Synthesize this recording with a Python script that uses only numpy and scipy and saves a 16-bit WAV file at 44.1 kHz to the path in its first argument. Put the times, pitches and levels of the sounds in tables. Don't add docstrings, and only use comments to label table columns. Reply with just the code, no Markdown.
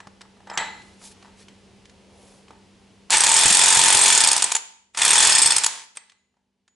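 import sys
import numpy as np
from scipy import signal
from scipy.fft import rfft, irfft, next_fast_len
from scipy.io import wavfile
from scipy.ndimage import uniform_filter1d, minimum_filter1d

SR = 44100
rng = np.random.default_rng(int(sys.argv[2]) if len(sys.argv) > 2 else 0)


def transcribe(signal):
    frames = np.atleast_2d(signal).T
    limited = np.clip(frames, -1, 1)
    pcm = np.round(limited * 32767).astype(np.int16)
    wavfile.write(sys.argv[1], SR, pcm)


N = 297664
TIME = np.arange(N) / SR
CUTOFF_HZ = 11080


def amp(db):
    return 10 ** (np.asarray(db) / 20)


def rms(x):
    return np.sqrt(np.mean(x ** 2) + 1e-20)


def at_hz(points, hz):
    known_hz, values = np.transpose(points)
    return np.interp(np.log(hz + 1e-3), np.log(known_hz), values)


def colour(x, spectrum):
    size = next_fast_len(x.shape[-1] + 2048)
    hz = np.arange(size // 2 + 1) * SR / size
    gain = amp(at_hz(spectrum, hz))
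    gain = gain / rms(gain * (hz < CUTOFF_HZ))
    return irfft(rfft(x, size) * gain, size)[..., :x.shape[-1]]


def add(track, s, sound):
    i = max(0, int(s * SR))
    track[i:i + len(sound)] += sound[:N - i]


def resonate(x, modes):
    out = 0
    for hz, width_hz, level_db in modes:
        radius = np.exp(-np.pi * width_hz / SR)
        poles = [1, -2 * radius * np.cos(2 * np.pi * hz / SR), radius * radius]
        ring = signal.lfilter([1, 0, -1], poles, x + 1e-18)
        out = out + amp(level_db) * np.sqrt(width_hz) * ring
    return out * rms(x) / rms(out)


def high_pass(x, low_hz):
    return signal.sosfilt(signal.butter(2, low_hz, "high", fs=SR, output="sos"), x + 1e-18)


def bell(middle_s, spread_s, time):
    return np.exp(-.5 * ((time - middle_s) / spread_s) ** 2)


def gritty(grit_db, size):
    wander = np.sqrt(size) * uniform_filter1d(rng.standard_normal(N), size=size)
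    grit = amp(grit_db * wander)
    return grit / rms(grit) * rng.standard_normal(N)


def stereo_noise(side_db):
    mid, side = rng.standard_normal((2, N))
    return mid + amp(side_db) * side * [[1], [-1]]


# start_s, level_db (relative)
BACKGROUND = [(0, -3.5), (0.4, -3), (0.7, 0), (3.1, -2.5), (3.2, -17.5), (6.75, -26.5)]
# pitch_hz, level_db (relative)
AIR = [(15, -53), (25, -19), (81, -6.5), (160, -13.5), (197, -7), (274, -13.5), (412, -10.5), (603, -18.5),
       (930, -19.5), (1330, -26), (3000, -23.5), (3770, -26.5), (4870, -27), (11000, -37), (14300, -68),
       (22000, -120)]
AIR_DB = -51.5
# pitch_hz, level_db (relative), start_s
HUM = [(97.8, -67, 0), (195.8, -54, 0), (391.6, -70, 0), (247.6, -58, 3.3)]


def background(air_db, hum_db):
    waver_db = .6 * np.interp(TIME, np.linspace(0, TIME[-1], 40), rng.standard_normal(40))
    tones = 0
    for hz, level_db, start_s in HUM:
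        tone = np.sin(2 * np.pi * (hz * TIME + rng.random()))
        tones = tones + amp(level_db) * (TIME >= start_s) * tone
    air = amp(AIR_DB + air_db) * colour(stereo_noise(side_db=-9.0), AIR)
    start_s, level_db = np.transpose(BACKGROUND)
    course = amp(np.interp(TIME, start_s, level_db))
    return course * (air + amp(hum_db + waver_db) * tones)


# pitch_hz, level_db (relative), t60_s
ENGINE_MODES = [(714, -9.5, 0.4), (872, -2, 0.48), (945, -7.5, 0.5), (1323, -17, 0.64), (1554, -18, 0.35),
                (1686, -4, 0.45), (1910, 1, 0.15), (2030, -4, 0.57), (2100, -16, 0.62), (2580, -26, 0.31),
                (3210, -2, 0.17), (4100, -13.5, 0.2), (3950, -5.5, 0.58), (4180, -10.5, 0.65),
                (4500, -18.5, .4), (5256, -24.5, .35), (7400, -1, 0.39), (7700, -20, 0.45),
                (7160, -10.5, 0.59), (7900, 1.5, .3)]


def engine_body():
    t = TIME[:int(.7 * SR)]
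    wash_db, wash_t60 = -6.5, 0.49
    wash_colour = [(300, 4.0), (900, -2.5), (2100, -2.0), (4200, -5.0), (5000, -15), (11000, -12)]
    body = colour(amp(wash_db - 60 * t / wash_t60) * rng.standard_normal(len(t)), wash_colour)
    for hz, level_db, t60 in ENGINE_MODES:
        detune, phase = rng.uniform(-1, 1, (2, 6, 1))
        cluster_hz = hz + (45 + hz / 80) * detune
        cluster = np.sin(2 * np.pi * (cluster_hz * t + phase)).mean(axis=0)
        body = body + amp(level_db - 60 * t / t60) * cluster
    return body


# start_s, level_db (relative), thud_db (from the weight behind it), ring_db (of the engine, relative)
KNOCKS = [(0.002, -30, 0.5, -5), (0.07, -33, 0, -21), (0.208, -31.5, 5, -7), (0.214, -31.5, -13, -22),
          (0.471, -31.5, 8, 3), (0.498, -29, -0.5, 6.5), (0.513, -26, 14, -5), (0.539, -28, 9, -18),
          (0.574, -8, -9, 3), (0.611, -23, 11, -15), (0.819, -40, -17, -9), (1.015, -38, 7, 1),
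          (1.225, -37.5, -3, -12), (1.483, -38, -19, -3), (1.854, -40, -17, -12), (1.895, -41.5, -20, -12),
          (2.481, -42.5, -2.5, -4), (2.506, -31.5, 12, -7), (3.098, -25.5, -12.5, -5),
          (4.947, -26.5, -10.5, 0), (5.971, -26, -15, -8), (6.096, -42.5, -24, -7), (6.118, -45, -11, -14),
          (6.678, -48, -15.5, -12)]


def knocks(rise_s, crack_s, crack_db, ring_db):
    cracks, clicks, t = np.zeros(N), np.zeros(N), TIME[:2000]
    shape = np.minimum(t / rise_s, 1) * np.exp(-t / crack_s)
    for s, level_db, thud_db, free_db in KNOCKS + fumbles(count=3):
        hardness = [(200, thud_db - 12.5), (550, thud_db + 2.5), (850, thud_db + 11),
                    (2300, 0), (7000, -7), (11000, -20)]
        crack = colour(rng.standard_normal(len(t)) * shape, hardness)
        click = colour(signal.unit_impulse(len(t), 20), hardness)
        add(cracks, s, amp(level_db) * crack)
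        add(clicks, s, amp(level_db + free_db) * click)
    ringing = signal.fftconvolve(clicks, engine_body())[:N]
    return amp(crack_db) * cracks + amp(ring_db) * ringing


# start_s, level_db (relative)
THUMPS = [(0.071, -44), (3.456, -25), (3.505, -27), (3.771, -21), (3.859, -31), (3.95, -27.5),
          (5.272, -34.5), (5.457, -32.5), (5.564, -42)]


def thumps(level_db, decay_s, top_hz):
    out, t = np.zeros(N), TIME[:4000]
    dull = [(30, -8), (100, 0), (top_hz, -4), (900, -30), (4000, -70)]
    for s, thump_db in THUMPS:
        thump = colour(rng.standard_normal(len(t)) * np.exp(-t / decay_s), dull)
        add(out, s, amp(thump_db + level_db) * thump / np.abs(thump).max())
    return out


# start_s, end_s, level_db (typical, relative)
FUMBLES = [(0.244, 0.439, -45), (1.179, 1.302, -42.5), (6.182, 6.398, -63.5)]
FUMBLE_THUD_DB, FUMBLE_RING_DB = 6.5, -2


def fumbles(count):
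    rows = []
    for start_s, end_s, level_db in FUMBLES:
        for when, hard in rng.random((count, 2)):
            s = start_s + when * (end_s - start_s)
            rows.append((s, level_db + 6 * (hard - .5), FUMBLE_THUD_DB, FUMBLE_RING_DB))
    return rows


# middle_s, spread_s (half length), level_db (relative), pitch_hz (centre), spread_octaves (half width)
RUBS = [(0.548, 0.033, -40, 1220, 0.49), (0.85, 0.093, -63, 6000, 0.85), (1.058, 0.029, -45.5, 7000, 1.26),
        (1.119, 0.007, -52, 6000, 2.7), (1.233, 0.071, -60.5, 1400, 1.5), (1.408, 0.021, -52.5, 3280, 1.4),
        (2.21, 0.14, -59, 534, 0.53), (2.284, 0.093, -58, 6850, 4), (5.963, 0.0064, -47, 3960, 2.7)]


def rubbing(grain_db):
    out, slips, hz = np.zeros(N), gritty(grain_db, size=70), np.geomspace(100, 16000, 40)
    for s, spread_s, level_db, centre_hz, octaves in RUBS:
        near = np.abs(TIME - s) < 3 * spread_s
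        hump_db = -4.3 * (np.log2(hz / centre_hz) / octaves) ** 2
        slide = colour(slips[near], np.column_stack([hz, hump_db]))
        out[near] += amp(level_db) * bell(s, spread_s, TIME[near]) * slide
    return out


# start_s, pitch_hz, level_db, t60_s
PINGS = [(0.5, 5200, -34, 0.023), (0.535, 7300, -43, 0.17), (0.554, 7330, -36, 0.038),
         (5.971, 8440, -22, 0.022), (5.972, 4530, -53, 0.37), (6.18, 6970, -71, 0.58),
         (6.678, 6920, -67, .6)]


def pings():
    out, t = np.zeros(N), TIME[:SR]
    for s, hz, level_db, t60 in PINGS:
        add(out, s, amp(level_db - 60 * t / t60) * np.sin(2 * np.pi * hz * t))
    return out


SPIN_UP_S, COAST_S = .1006, .2883


def spin(pull, release, top_speed):
    held = np.clip(TIME, pull, release) - pull
    coasting = np.maximum(TIME - release, 0)
    return top_speed * (1 - np.exp(-held / SPIN_UP_S)) * np.exp(-coasting / COAST_S)


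# pull_s, load_s (gears take load), first_blow_s, release_s, standstill_s,
# top_speed (blows per s)
BURSTS = [(3.0925, 3.103, 3.1685, 4.1109, 4.61, 45.142), (4.9246, 4.973, 4.9729, 5.2659, 5.87, 45.977)]
# middle_s, spread_s (half length), level_db
SLACK = (3.137, 0.015, -15)
GEAR_KNEE = 12.2


def gear_rattle(level_db, idle_db, stop_s, grit_db):
    middle_s, spread_s, slack_db = SLACK
    slack = amp(slack_db) * bell(middle_s, spread_s, TIME)
    level = 0
    for pull, load, _, release, standstill, top_speed in BURSTS:
        speed = spin(pull, release, top_speed)
        whirr = amp(level_db) * (speed ** 2 / (speed ** 2 + GEAR_KNEE ** 2)) ** 2
        running = np.clip((standstill - TIME) / stop_s, 0, 1)
        level = level + running * np.where(TIME >= load, whirr + slack, amp(idle_db) * whirr)
    return level * gritty(grit_db, size=90)


STALL_SPEED = 13.5


def blow_times():
    rows = []
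    for pull, load, first, release, _, top_speed in BURSTS:
        speed = spin(pull, release, top_speed)
        turning = (TIME >= first) & (speed > STALL_SPEED)
        turns = np.cumsum(speed * turning) / SR
        strikes = np.diff(np.ceil(turns), prepend=0) > 0
        rows += zip(TIME[strikes], speed[strikes], TIME[strikes] - load)
    return np.array(rows)


# start_s, level_db (relative)
TAPS = [(3.104, -12), (3.117, -18.5), (4.518, -11), (4.55, -11), (4.563, -16), (5.635, -14), (5.642, -10.5),
        (5.662, -9)]
FULL_SPEED = 45
UNSEATED_DB, SEAT_S = -10.5, 0.054


def hammer(force_db, rise_s, hold_s, decay_s, rebound_s, rebound_turn, rebound_db, slow_rebound_db,
           grit_db, tap_low_hz):
    blows, taps, t = np.zeros(N), np.zeros(N), TIME[:2000]

    def clatter(length_s):
        return np.minimum(t / rise_s, 1) * np.exp(-np.maximum(t - length_s, 0) / decay_s)

    times = blow_times()
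    chances = rng.uniform(-0.92, 1, (len(times), 3))
    for (s, speed, loaded_s), (late, hard, long) in zip(times, chances):
        unseated_db = UNSEATED_DB * np.exp(-loaded_s / SEAT_S)
        force = amp(force_db + unseated_db) * speed / FULL_SPEED
        slowness = max(1 - speed / FULL_SPEED, 0)
        add(blows, s, force * clatter(hold_s * (1 + .4 * long)))
        rebound = force * amp(rebound_db + slow_rebound_db * slowness + 3 * hard)
        delay_s = rebound_s * (1 + 0.73 * late) + rebound_turn / speed
        add(blows, s + delay_s, rebound * clatter(hold_s * slowness))
    for s, level_db in TAPS:
        add(taps, s, amp(level_db) * clatter(hold_s))
    grit = gritty(grit_db, size=20)
    return blows * grit, high_pass(taps * grit, tap_low_hz)


def blow_by_blow(spread_db):
    s = blow_times()[:, 0]
    gains = amp(spread_db * rng.standard_normal(len(s) + 1))
    return gains[np.searchsorted(s, TIME)]


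# flywheel_db, housing_db, shaft_db, anvil_db, socket_db
SEATS = [(-16, -18.5, -22.5, -17, -9.5), (-20, -13.5, -16.5, -13, -6)]
# flywheel_db, housing_db, shaft_db, anvil_db, socket_db
RELEASE_GAIN = (0.5, -1.5, 11, 1.5, 4)
RELAX_S = 0.042


def seating():
    levels = np.zeros((len(RELEASE_GAIN), N))
    for (pull, _, _, release, _, _), seat in zip(BURSTS, SEATS):
        relaxed = 1 - np.exp(-np.maximum(TIME - release, 0) / RELAX_S)
        burst_levels = np.array(seat)[:, None] + np.outer(RELEASE_GAIN, relaxed)
        levels = np.where(TIME >= pull, burst_levels, levels)
    return levels


# pitch_hz, width_hz, level_db (relative)
FLYWHEEL_RING = [(860, 40, -2), (899, 26, 0), (952, 60, -3)]
HOUSING_RING = [(1820, 170, -1), (2550, 110, -4), (3380, 140, -1), (3510, 110, -2)]
SHAFT_RING = [(4525, 70, -2), (5230, 100, 1)]
ANVIL_RING = [(6765, 120, 0), (7220, 180, -4), (7630, 120, -5)]
SOCKET_RING = [(8270, 200, -4), (8410, 110, 0)]
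# pitch_hz, level_db (relative)
BLOW_COLOUR = [(40, -33), (150, -25.5), (400, -8), (700, -15), (1300, -3), (2000, -3.5), (3000, -0.5),
               (5500, 0), (7000, 4), (8700, 2), (9800, 3), (11000, -4.5)]
MOTOR_COLOUR = [(40, -15.5), (200, -10), (600, -7), (900, 5), (1250, 1), (1900, 4.5), (3400, 4), (5500, 1),
                (8000, 4), (11000, -5.5)]


def wrench(clatter_db, tap_ring_db):
    flywheel, housing, shaft, anvil, socket = seating()
    blows, taps = hammer(force_db=-2.0, rise_s=0.00069, hold_s=0.0046, decay_s=0.0016, rebound_s=0.0046,
                         rebound_turn=.2, rebound_db=-9, slow_rebound_db=13.0, grit_db=3.0, tap_low_hz=450)
    gears = gear_rattle(level_db=-19.0, idle_db=-15, stop_s=0.038, grit_db=2.0)
    out = amp(clatter_db) * colour(blows + taps, BLOW_COLOUR)
    out += colour(gears, MOTOR_COLOUR)
    out += amp(flywheel) * resonate(blows + taps + gears, FLYWHEEL_RING)
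    out += amp(tap_ring_db) * resonate(taps, ANVIL_RING)
    parts = ((housing, HOUSING_RING), (shaft, SHAFT_RING), (anvil, ANVIL_RING), (socket, SOCKET_RING))
    for level_db, modes in parts:
        out += amp(level_db) * resonate(blows * blow_by_blow(spread_db=3), modes)
    return out


# pitch_hz, t60_s
GARAGE_T60 = [(150, .45), (500, 0.53), (1400, 0.57), (3700, 0.59), (9700, 0.4)]
# pitch_hz, level_db (relative)
TAIL_COLOUR = [(100, 3.5), (300, 8.5), (900, 2.5), (2000, 1.5), (4500, 2), (8000, -6), (11000, 2)]


def garage(x, tail_db, early_db, early_s):
    t = TIME[:int(.8 * SR)]
    edges = np.geomspace(90, 14000, 8)
    tail = 0
    for low, high in zip(edges, edges[1:]):
        band_pass = signal.butter(2, [low, high], "band", fs=SR, output="sos")
        band = signal.sosfilt(band_pass, rng.standard_normal((2, len(t))))
        hz = np.sqrt(low * high)
        tail = tail + band * amp(at_hz(TAIL_COLOUR, hz) - 60 * t / at_hz(GARAGE_T60, hz))
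    tail = tail * np.clip(t / 0.004, 0, 1)
    early = rng.standard_normal(len(t)) * np.exp(-t / early_s) * (t > .001)
    early = colour(early, [(1000, -14), (2500, -5), (7000, 0)])
    echo = amp(tail_db) * tail / rms(tail) + amp(early_db) * early / rms(early)
    return x + signal.fftconvolve(x[None], echo / np.sqrt(len(t)), axes=1)[:, :N]


def scene():
    handling = knocks(rise_s=0.0025, crack_s=0.0033, crack_db=0.5, ring_db=-21)
    handling = handling + rubbing(grain_db=2.0) + pings()
    tool = wrench(clatter_db=-3.5, tap_ring_db=-11.5)
    tool = tool + thumps(level_db=4.0, decay_s=0.0063, top_hz=295.0)
    return (background(air_db=-2.5, hum_db=0.5)
            + garage(handling, tail_db=-14.0, early_db=-8, early_s=.005)
            + garage(tool, tail_db=-13.0, early_db=-10.5, early_s=0.0073))


def limiter(x, top_db, release_db_per_s):
    over_db = np.maximum(20 * np.log10(np.abs(x).max(axis=0) + 1e-9) - top_db, 0)
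    recovery_db = release_db_per_s * TIME
    held_db = np.maximum.accumulate(over_db + recovery_db) - recovery_db
    widened_db = -minimum_filter1d(-held_db, size=21)
    return x * amp(-uniform_filter1d(widened_db, size=21))


def record(dry):
    low_pass = signal.ellip(12, .1, 80, CUTOFF_HZ, fs=SR, output="sos")
    limited = limiter(signal.sosfilt(low_pass, dry), top_db=-1.5, release_db_per_s=1500)
    flattened = limited / (1 + (limited / .56) ** 4) ** (1 / 4)
    return signal.sosfiltfilt(low_pass, flattened)


dry = scene()
out = record(dry)
transcribe(out)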